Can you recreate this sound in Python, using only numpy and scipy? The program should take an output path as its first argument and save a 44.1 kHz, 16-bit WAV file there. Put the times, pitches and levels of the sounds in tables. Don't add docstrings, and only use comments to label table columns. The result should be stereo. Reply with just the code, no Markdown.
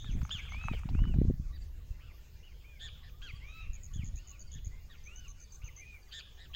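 import sys
import numpy as np
from scipy import signal
from scipy.fft import rfft, irfft
from scipy.io import wavfile

SR = 44100
rng = np.random.default_rng(int(sys.argv[2]) if len(sys.argv) > 2 else 0)


def log_audio(samples):
    frames = np.atleast_2d(samples).T
    limited = np.clip(frames, -1, 1)
    pcm = np.round(limited * 32767).astype(np.int16)
    wavfile.write(sys.argv[1], SR, pcm)


N = 288855
PORT_LAG = 21


def undb(db):
    return 10 ** (np.asarray(db) / 20)


def unit(x):
    return x / np.sqrt(np.mean(x ** 2) + 1e-20)


def ports(db, pan_db):
    return undb(np.vstack([db + pan_db / 2, db - pan_db / 2]))


def add(out, s, sound):
    start = int(round(s * SR))
    lo, hi = max(start, 0), min(start + sound.shape[1], N)
    if hi > lo:
        out[:, lo:hi] += sound[:, lo - start:hi - start]


def walk(rate_hz, size):
    knots = rng.standard_normal(int(size * rate_hz / SR) + 4)
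    fine = signal.resample_poly(knots, 8, 1)
    fine_pos = np.arange(len(fine)) * len(knots) / len(fine)
    return np.interp(np.arange(size) * rate_hz / SR, fine_pos, fine)


def noise(spectrum):
    hz, db = np.transpose(spectrum)
    log_hz = np.log(np.fft.rfftfreq(N, 1 / SR) + 1)
    gain = undb(np.interp(log_hz, np.log(hz), db))
    return unit(irfft(rfft(rng.standard_normal((2, N))) * gain, N))


def fade(t, rise_s, fall_s):
    ramp = np.minimum(t / rise_s, (t[-1] - t) / fall_s)
    return np.sin(np.pi / 2 * np.clip(ramp, 0, 1)) ** 2


def bushes(dry, early_db, early_t60, tail_db, tail_t60, tail_hz, lag=PORT_LAG):
    t = np.arange(SR * 3 // 4) / SR
    out = []
    for side, late in zip(dry, (lag, 0)):
        early, tail = rng.standard_normal((2, len(t)))
        response = undb(early_db) * unit(early * undb(-60 * t / early_t60))
        build_up = 1 - np.exp(-t / 0.034)
        tail = unit(tail * undb(-60 * t / tail_t60) * build_up)
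        response += undb(tail_db) * signal.lfilter(*signal.iirpeak(tail_hz, 2, fs=SR), tail)
        direct = np.sinc(t * SR - late - 10)
        heard = signal.fftconvolve(side, response / np.sqrt(len(t)) + direct)
        out.append(heard * np.sqrt(np.sum(side ** 2) / np.sum(heard ** 2)))
    return np.array(out)


def throat(hz):
    # f/Hz, level/dB
    resonances = [(3900, 7.5), (4450, 5.5), (5200, -13), (5900, -23), (6500, -8), (7000, 0.5), (7500, -10),
                  (8000, -4), (10500, -7)]
    return undb(np.interp(hz, *np.transpose(resonances)))


def calls(table, scatter, open_share, close_share, fall_power, grip, crack, overtones_db, waver, tremble_db,
          buzz_hz, buzz_depth, buzz_swing, calm, rough, hiss_db, rise_s, fall_s):
    rest_hz, thicket_hz = 1752, 3170
    tilt_db = 8
    jitter = 0.035
    out = np.zeros((2, N))
    early_t60, tail_db, tail_t60 = scatter
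    for start, crest, end, crest_hz, db, pan_db, lag, low_db, bright_db, twigs_db, harshness in table:
        t = np.arange(int((end - start) * SR)) / SR
        climb = np.clip(1 - t / max(crest - start, 1e-3), 0, 1)
        drop = np.clip((start + t - crest) / max(end - crest, 1e-3), 0, 1)
        pull = 1 - (1 - open_share) * climb ** 2.3 - (1 - close_share) * drop ** fall_power
        hz = rest_hz + (crest_hz - rest_hz) * pull
        tension = hz / crest_hz

        harsh = harshness * np.exp(-calm * drop)
        flutter = 2 * np.pi * np.cumsum(buzz_hz * (1 + jitter * walk(119.0, len(t)))) / SR
        kick = ((1 - np.sin(flutter)) / 2) ** 2
        swing = buzz_swing * (kick - 1 / 8 + walk(700, len(t)) / 8)
        cracking = crack * climb * walk(1406, len(t))
        hz = hz * (1 + waver * walk(70.7, len(t)) + harsh * (swing + cracking))

        phase = np.pi * np.cumsum(hz) / SR
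        overtones = sum(undb(h_db + bright_db) * throat(k * hz / 2) * np.sin(k * phase)
                        for k, h_db in enumerate(overtones_db, 3))
        opening = 1 - climb ** 2
        fundamental = undb(low_db) * opening * tension * np.sin(phase)
        tone = np.sin(2 * phase) + fundamental + opening * tension ** 7 * overtones

        swell_db = tilt_db * ((crest - start) / (end - start) - .5) * t / t[-1]
        level = undb(swell_db + tremble_db * walk(51.0, len(t)))
        effort = tension ** grip * fade(t, rise_s, fall_s) * level
        choke = 1 + np.clip(harsh * buzz_depth, 0, 1) * np.sin(flutter)
        grain = choke * (1 + rough * walk(1600, len(t)) + undb(hiss_db) * walk(9000, len(t)))
        note = ports(db, pan_db) * unit(tone * effort * grain)
        add(out, start, bushes(note, twigs_db, early_t60, tail_db, tail_t60, thicket_hz, lag))
    return out


def rasper():
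    # start/s, crest/s, end/s, second harmonic at crest f/Hz, level/dB, left minus right/dB, left lag/samples,
    # fundamental/dB, overtones/dB, twig scatter re direct/dB, harshness/ratio
    rasps = [(-0.07, 0.03, 0.115, 3530, -52.5, 2, 29, -24, -2, 3.5, 0.602),
             (1.515, 1.534, 1.58, 3880, -64, -2, 21, -2, -6, -5, 0.45),
             (2.782, 2.835, 2.893, 3520, -45.5, -1, 21.6, -7.5, 7, -5.5, 0.9),
             (3.02, 3.04, 3.1, 3774, -60, 1, 20, -1, -2, -3, 1.2),
             (4.495, 4.55, 4.592, 3510, -57.5, -0.5, 19, -7.5, 2, -1, 0.88),
             (6.102, 6.158, 6.212, 3510, -44.5, -1, 21.75, -8.5, 10.5, -2.5, 1),
             (6.36, 6.409, 6.465, 3817, -57.5, -2, 18.6, -2.5, 6.5, 1, 1.1),
             (6.527, 6.562, 6.64, 3556, -40, 0, 18, -8, 0, 4.5, 1.8)]
    twigs_t60, tail_db, tail_t60 = 0.07, -6.5, 0.7
    return calls(rasps, (twigs_t60, tail_db, tail_t60), open_share=0.42, close_share=0.263, fall_power=4.5,
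                 grip=1, crack=0.085, overtones_db=[-10.5, -15, -52, -39], waver=0.011, tremble_db=0.9,
                 buzz_hz=161, buzz_depth=0.62, buzz_swing=0.145, calm=0, rough=0.19, hiss_db=-28,
                 rise_s=0.023, fall_s=0.0015)


def triller():
    # start/s, syllables, first gap/s, gap growth/s, centre f/Hz, level before trim/dB, left minus right/dB,
    # left lag/samples, sweep period/s, sweep span/Hz, first syllable/dB
    phrases = [(0.0, 6, 0.1131, 0.007, 6370, -62, 5.5, 21, 0.011, 1000, 0),
               (3.734, 9, 0.0999, 0.0041, 6760, -52.8, -1.6, 20, 0.0097, 1300, -2),
               (5.04, 7, 0.1206, 0.0001, 6390, -53.6, 3.7, 22, 0.0108, 1050, -9)]
    sweep_s, count = 0.0092, 4
    step_db, uneven_db, trim_db = -0.2, 1.0, 0.4
    out = np.zeros((2, N))
    t = np.arange(int(sweep_s * SR)) / SR
    for start, syllables, gap, slowing, hz, db, pan_db, lag, period, span_hz, first_db in phrases:
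        phrase = np.zeros((2, N))
        for n in range(int(round(syllables))):
            s = start + n * gap + slowing * n * (n - 1) / 2
            pace, extra = rng.standard_normal(2)
            draws = rng.standard_normal((count + 1, 3))[:count + (extra > 1)]
            for k, (tune, size, late) in enumerate(draws):
                soft_start_db = first_db * (n == 0) * (1 - k / count)
                sweep_db = db + trim_db + step_db * (k - count / 2) + uneven_db * size + soft_start_db
                pitch_hz = hz + 75 * tune + span_hz * (.5 - t / sweep_s)
                sweep = np.sin(2 * np.pi * np.cumsum(pitch_hz) / SR) * fade(t, 0.0057, 0.0044)
                centre_s = s + period * (k * (1 + 0.028 * pace) + 0.044 * late)
                add(phrase, centre_s - sweep_s / 2, ports(sweep_db, pan_db) * unit(sweep))
        add(out, 0, bushes(phrase, early_db=0.5, early_t60=0.037, tail_db=-12.0, tail_t60=1.0, tail_hz=hz, lag=lag))
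    return out


def pip(hz, length_s, slide):
    t = np.arange(int(length_s * SR)) / SR
    pitch_hz = hz * (1 - slide * (t / length_s) ** 3)
    return unit(np.sin(2 * np.pi * np.cumsum(pitch_hz) / SR) * fade(t, length_s / 3, length_s / 3))


def far_birds():
    # t/s, level/dB
    pairs = [(1.544, -64.5), (3.283, -65), (4.4, -64.5), (4.905, -71), (5.429, -67.5), (6.013, -68.5)]
    pair_gap_s, chatter_db = 0.062, -71.5
    pips, chatter = np.zeros((2, 2, N))
    for s, db in pairs:
        for when in (s, s + pair_gap_s):
            add(pips, when, ports(db, 0) * pip(4760, 0.0313, 0.135))
    for when, pitch, length, size, side in rng.random((260, 5)):
        note = pip(1100 + 2600 * pitch ** 1.4, 0.0213 + 0.0243 * length, 0.896 * (side - .3))
        add(chatter, when * N / SR, ports(chatter_db + 4 * (size - .5), 8 * (side - .5)) * note)
    pips = bushes(pips, early_db=2, early_t60=0.11, tail_db=-6, tail_t60=0.5, tail_hz=4500)
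    chatter = bushes(chatter, early_db=6, early_t60=0.18, tail_db=4, tail_t60=0.6, tail_hz=2400)
    return (pips + chatter)[:, :N]


def handling():
    rustle_db, grain_db = -62, 4
    t = np.arange(N) / SR
    turning = np.interp(t, [0, .7, 1.1, 1.4], [0.39, 1, 0.43, 0.024])
    rub = noise([(200, -20), (700, -4.5), (1200, -4.5), (2400, -1.5), (4000, -23.5), (7000, -14.5), (12000, -27)])
    return undb(rustle_db + grain_db * walk(97, N)) * turning * rub


def wind():
    # t/s, left level/dB, right level/dB
    breeze = [(0, -33, -66), (0.35, -36, -43.5), (0.7, -40.5, -35.5), (2.0, -44.5, -44.5),
              (2.65, -50, -47.5), (2.95, -43.5, -43.5), (4.3, -48.5, -52.5), (4.9, -48.5, -48),
              (5.7, -44.5, -51.5), (6.1, -49.5, -55.5), (6.55, -46, -46.5)]
    # t/s, half length/s, left level/dB, right level/dB
    gusts = [(0.183, 0.07, -27, -62), (0.722, 0.067, -50, -31), (0.934, 0.067, -53, -27),
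             (1.046, 0.085, -28.5, -26), (1.231, 0.11, -36, -22), (1.469, 0.18, -34.5, -54),
             (3.411, 0.049, -48, -38), (3.753, 0.3, -45, -40.5), (4.037, 0.12, -74, -30.5),
             (4.625, 0.31, -43, -40), (5.185, 0.24, -67, -42.5)]
    # f/Hz, relative density/dB
    rumble = [(15, 0), (35, 4), (70, 1), (110, -9.5), (170, -19.5), (300, -41), (600, -86), (2000, -110)]
    # f/Hz, relative density/dB
    flutter = [(50, -4), (100, 10), (170, 1.5), (280, -7.5), (420, -22.5), (700, -31.5), (1500, -43),
               (5000, -99)]
    # t/s, f/Hz, peak at the louder port/dB, left minus right/dB
    eddies = [(0.095, 82, -22, 32), (0.154, 100, -19, 34), (0.231, 79.6, -18.5, 30), (0.352, 69, -26.5, 20),
              (0.654, 69, -20, -30), (0.715, 110, -17.5, -27), (0.858, 93, -20, -24),
              (0.921, 84.6, -19.5, -30), (0.953, 111, -15.5, -39), (1.021, 91, -13.5, 28),
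              (1.072, 91, -20.5, -19), (1.077, 98, -24.5, 20), (1.097, 107, -20.5, -27),
              (1.146, 80, -21, -3), (1.188, 105, -9.5, -24), (1.217, 164, -8.5, -40),
              (1.252, 136, -16, -40), (1.285, 73, -13, -22), (1.301, 171, -13.5, -39),
              (1.309, 136, -12.5, -39), (1.341, 61, -20, -10), (1.4, 81.6, -20, -26),
              (1.911, 39.8, -24.5, 21), (3.34, 56, -27, -23), (3.7, 22.3, -21.5, 16), (3.963, 84, -26, -30),
              (3.996, 66, -20, -31), (4.036, 76, -21.5, -40), (4.089, 71, -30.5, -32),
              (4.559, 64.5, -29, -24), (4.672, 53, -22.5, -18), (5.644, 46.8, -27.5, 26)]
    unsteady_db, puff_db = 2.04, 5.4
    flutter_base_db, from_db, growth_per_db = -7, -24.5, 0.91
    t = np.arange(N) / SR
    times, *sides = np.transpose(breeze)
    power = undb([np.interp(t, times, side) for side in sides]) ** 2
    for s, half_s, left_db, right_db in gusts:
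        power += (undb([[left_db], [right_db]]) * np.exp(-((t - s) / half_s) ** 2)) ** 2
    db = 10 * np.log10(power) + unsteady_db * np.array([walk(11, N), walk(14, N)])
    flutter_db = flutter_base_db + growth_per_db * (db - from_db)
    puffs = undb(puff_db * np.array([walk(45, N), walk(45, N)]))
    out = undb(db) * (noise(rumble) + undb(flutter_db) * unit(noise(flutter) * puffs))
    t = np.arange(-SR // 20, SR // 20) / SR
    for s, hz, peak_db, side_db in eddies:
        passing = (np.pi * hz * t) ** 2
        pulse = (1 - 3 * passing) / (1 + passing) ** 3
        add(out, s + t[0], ports(peak_db - abs(side_db) / 2, side_db) * pulse)
    return out


def background_hiss():
    # f/Hz, relative density/dB
    hiss_spectrum = [(200, -23.5), (450, -24), (700, -28.5), (1300, -34), (2000, -33), (2900, -37),
                     (4100, -33), (5200, -31.5), (5800, -36), (6500, -31), (8500, -45), (11500, -45.5),
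                     (13500, -38), (15300, -34.5)]
    level_db, patchy_db, shared = -64.5, 3.0, 0.14
    hz = np.fft.rfftfreq(N, 1 / SR)
    spectrum = rfft(noise(hiss_spectrum))
    alike = np.clip(shared, 0, 1) / (1 + (hz / 900) ** 2)
    spectrum = np.sqrt(1 - alike) * spectrum + np.sqrt(alike) * rfft(noise(hiss_spectrum)[0])
    edges_hz = np.geomspace(100, SR / 2, 24)
    out = np.zeros((2, N))
    for lo, hi in zip(edges_hz, edges_hz[1:]):
        band = irfft(spectrum * ((hz >= lo) & (hz < hi)), N)
        out += band * undb(patchy_db * walk(18, N))
    return undb(level_db) * out


def ticks():
    # t/s, ring peak midway between ports/dB, snap re ring/dB, pitch re modes/ratio
    touches = [(0.044, -45, -19, 1.02), (0.216, -41, -16, 1.13), (0.251, -38, -30, 1.08),
               (0.293, -39, -9, 1.02), (0.311, -41.5, -25, 1.1), (0.452, -48, -25, 1.2),
               (0.521, -39, -13, 0.95), (0.545, -40.5, -12.5, 1), (0.613, -43, -28, 0.98),
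               (0.639, -36, -24, 1.1), (0.684, -24.5, -45, 0.97), (0.735, -37.5, -16, 0.54),
               (0.746, -45.5, -20, 0.58), (0.834, -40.5, -35, 1.08), (0.889, -38.5, -11, 0.91),
               (0.949, -42, -32, 1.17), (0.99, -39.5, -23, 0.72), (1.039, -40.5, -28, 1.5),
               (1.053, -41, -21, 1.3), (1.082, -51, -26, 0.92), (1.14, -43, -18, 0.8)]
    # f/Hz, t60/s, level/dB
    modes = [(795, 0.074, -11.5), (1220, 0.0095, 10), (1570, 0.0011, -20), (2450, 0.0096, 1)]
    pan_db, snap_t60, knee_hz = -5, 0.067, 3000
    out = np.zeros((2, N))
    t = np.arange(SR // 30) / SR
    treble = signal.butter(3, [3000, 5200], "band", fs=SR, output="sos")
    for s, db, snap_db, pitch in touches:
        soft_contact = signal.butter(5, [650 * pitch, knee_hz], "band", fs=SR, output="sos")
        ring = np.zeros(len(t))
        for hz, t60, mode_db in modes:
            mode_hz = hz * pitch * (1 + 0.13 * rng.standard_normal())
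            ring += undb(mode_db - 60 * t / t60) * np.sin(2 * np.pi * mode_hz * t)
        ring = signal.sosfilt(soft_contact, ring)
        snap = signal.sosfilt(treble, rng.standard_normal(len(t)) * undb(-60 * t / snap_t60))
        tick = ring / abs(ring).max() + undb(snap_db) * snap / abs(snap).max()
        add(out, s, ports(db, pan_db) * tick)
    return out


def chirper():
    # start/s, crest/s, end/s, second harmonic at crest f/Hz, level/dB, left minus right/dB, left lag/samples,
    # fundamental/dB, overtones/dB, twig scatter re direct/dB, harshness/ratio
    chirps = [(0.05, 0.065, 0.142, 3440, -57.5, -1, 23, -8, 8, -6, 1.48),
              (0.301, 0.326, 0.403, 3410, -39.5, -2.5, 25.9, -19, 18, -4, 1.58),
              (0.385, 0.435, 0.495, 3254, -54, 0, 23, -6.5, 17, 2, 1.64),
              (0.718, 0.745, 0.785, 3160, -52, 4, 14, -28, 5, 7, 4.52),
              (1.985, 2.055, 2.118, 2890, -59.5, 2, 23.5, -6, -8, 3, 3.2),
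              (2.42, 2.45, 2.525, 2966, -62.5, 8, 29, -14, -10, 6, 1),
              (3.212, 3.234, 3.317, 3308, -46.5, -1.5, 23, -7.5, 21, -6.5, 1.3),
              (3.928, 3.947, 4.04, 3447, -56, 2, 22.5, -14, 6, -0.5, 0.77),
              (4.89, 4.903, 4.965, 3740, -57, -1.5, 21, -4.5, 15, -1.5, 1.5),
              (5.612, 5.642, 5.7, 2915, -54.5, 2, 22, -13.5, -16, -6, 1.55)]
    twigs_t60, tail_db, tail_t60 = 0.09, -7.0, 0.94
    return calls(chirps, (twigs_t60, tail_db, tail_t60), open_share=0.345, close_share=0.131, fall_power=1.6,
                 grip=0.23, crack=0.045, overtones_db=[-30, -27], waver=0.0082, tremble_db=2.0,
                 buzz_hz=180.0, buzz_depth=0.35, buzz_swing=0.06, calm=2, rough=0.16, hiss_db=-20.5,
                 rise_s=0.012, fall_s=0.0069)


def whistler():
    # start/s, crest/s, end/s, second harmonic at crest f/Hz, level/dB, left minus right/dB,
    # left lag/samples, fundamental/dB, overtones/dB, twig scatter re direct/dB, harshness/ratio
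    whistles = [(0.5, 0.655, 0.762, 2579, -50, -6, 20.9, -8.5, -6.5, -5, 0.99),
                (0.915, 1.047, 1.16, 2952, -59, 4.5, 14.5, -6.5, -17, -4.5, 1.4),
                (2.63, 2.674, 2.8, 2440, -63.5, 4, 19.6, -34, -27, -1, 0.41),
                (3.405, 3.58, 3.68, 2590, -53, -6, 23.5, -6.5, 0.5, -3, 1.495),
                (3.555, 3.63, 3.8, 2660, -61.5, 9, 15, -16, -7, 10, 5.6),
                (4.158, 4.228, 4.385, 2980, -60, 1, 21.9, -18, -4, -7, 1.25),
                (4.7, 4.77, 4.82, 2105, -65.5, 2.5, 19.4, -2, -15, -3.5, 1),
                (5.048, 5.2, 5.295, 2957, -54.5, -3, 21.6, -8.5, -22, -7, 0.85),
                (5.76, 5.78, 5.87, 2090, -66, 10, 22.5, -33, -15, -15, 0.76),
                (5.775, 5.87, 5.995, 2466, -54.5, 0.5, 17, -37, -17, 3, 1.32)]
    twigs_t60, tail_db, tail_t60 = 0.14, -12, 0.97
    return calls(whistles, (twigs_t60, tail_db, tail_t60), open_share=0.23, close_share=0.13, fall_power=3.5,
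                 grip=0.43, crack=0.0029, overtones_db=[-16.5, -32], waver=0.006, tremble_db=2.0,
                 buzz_hz=90.4, buzz_depth=0.12, buzz_swing=0.0198, calm=0, rough=0.1, hiss_db=-21,
                 rise_s=0.025, fall_s=0.035)


def scene():
    birds = rasper() + triller() + far_birds() + chirper() + whistler()
    return birds + handling() + wind() + background_hiss() + ticks()


def record(dry):
    top_hz = 15800
    return signal.sosfilt(signal.ellip(10, .2, 70, top_hz, fs=SR, output="sos"), dry)


dry = scene()
out = record(dry)
log_audio(out)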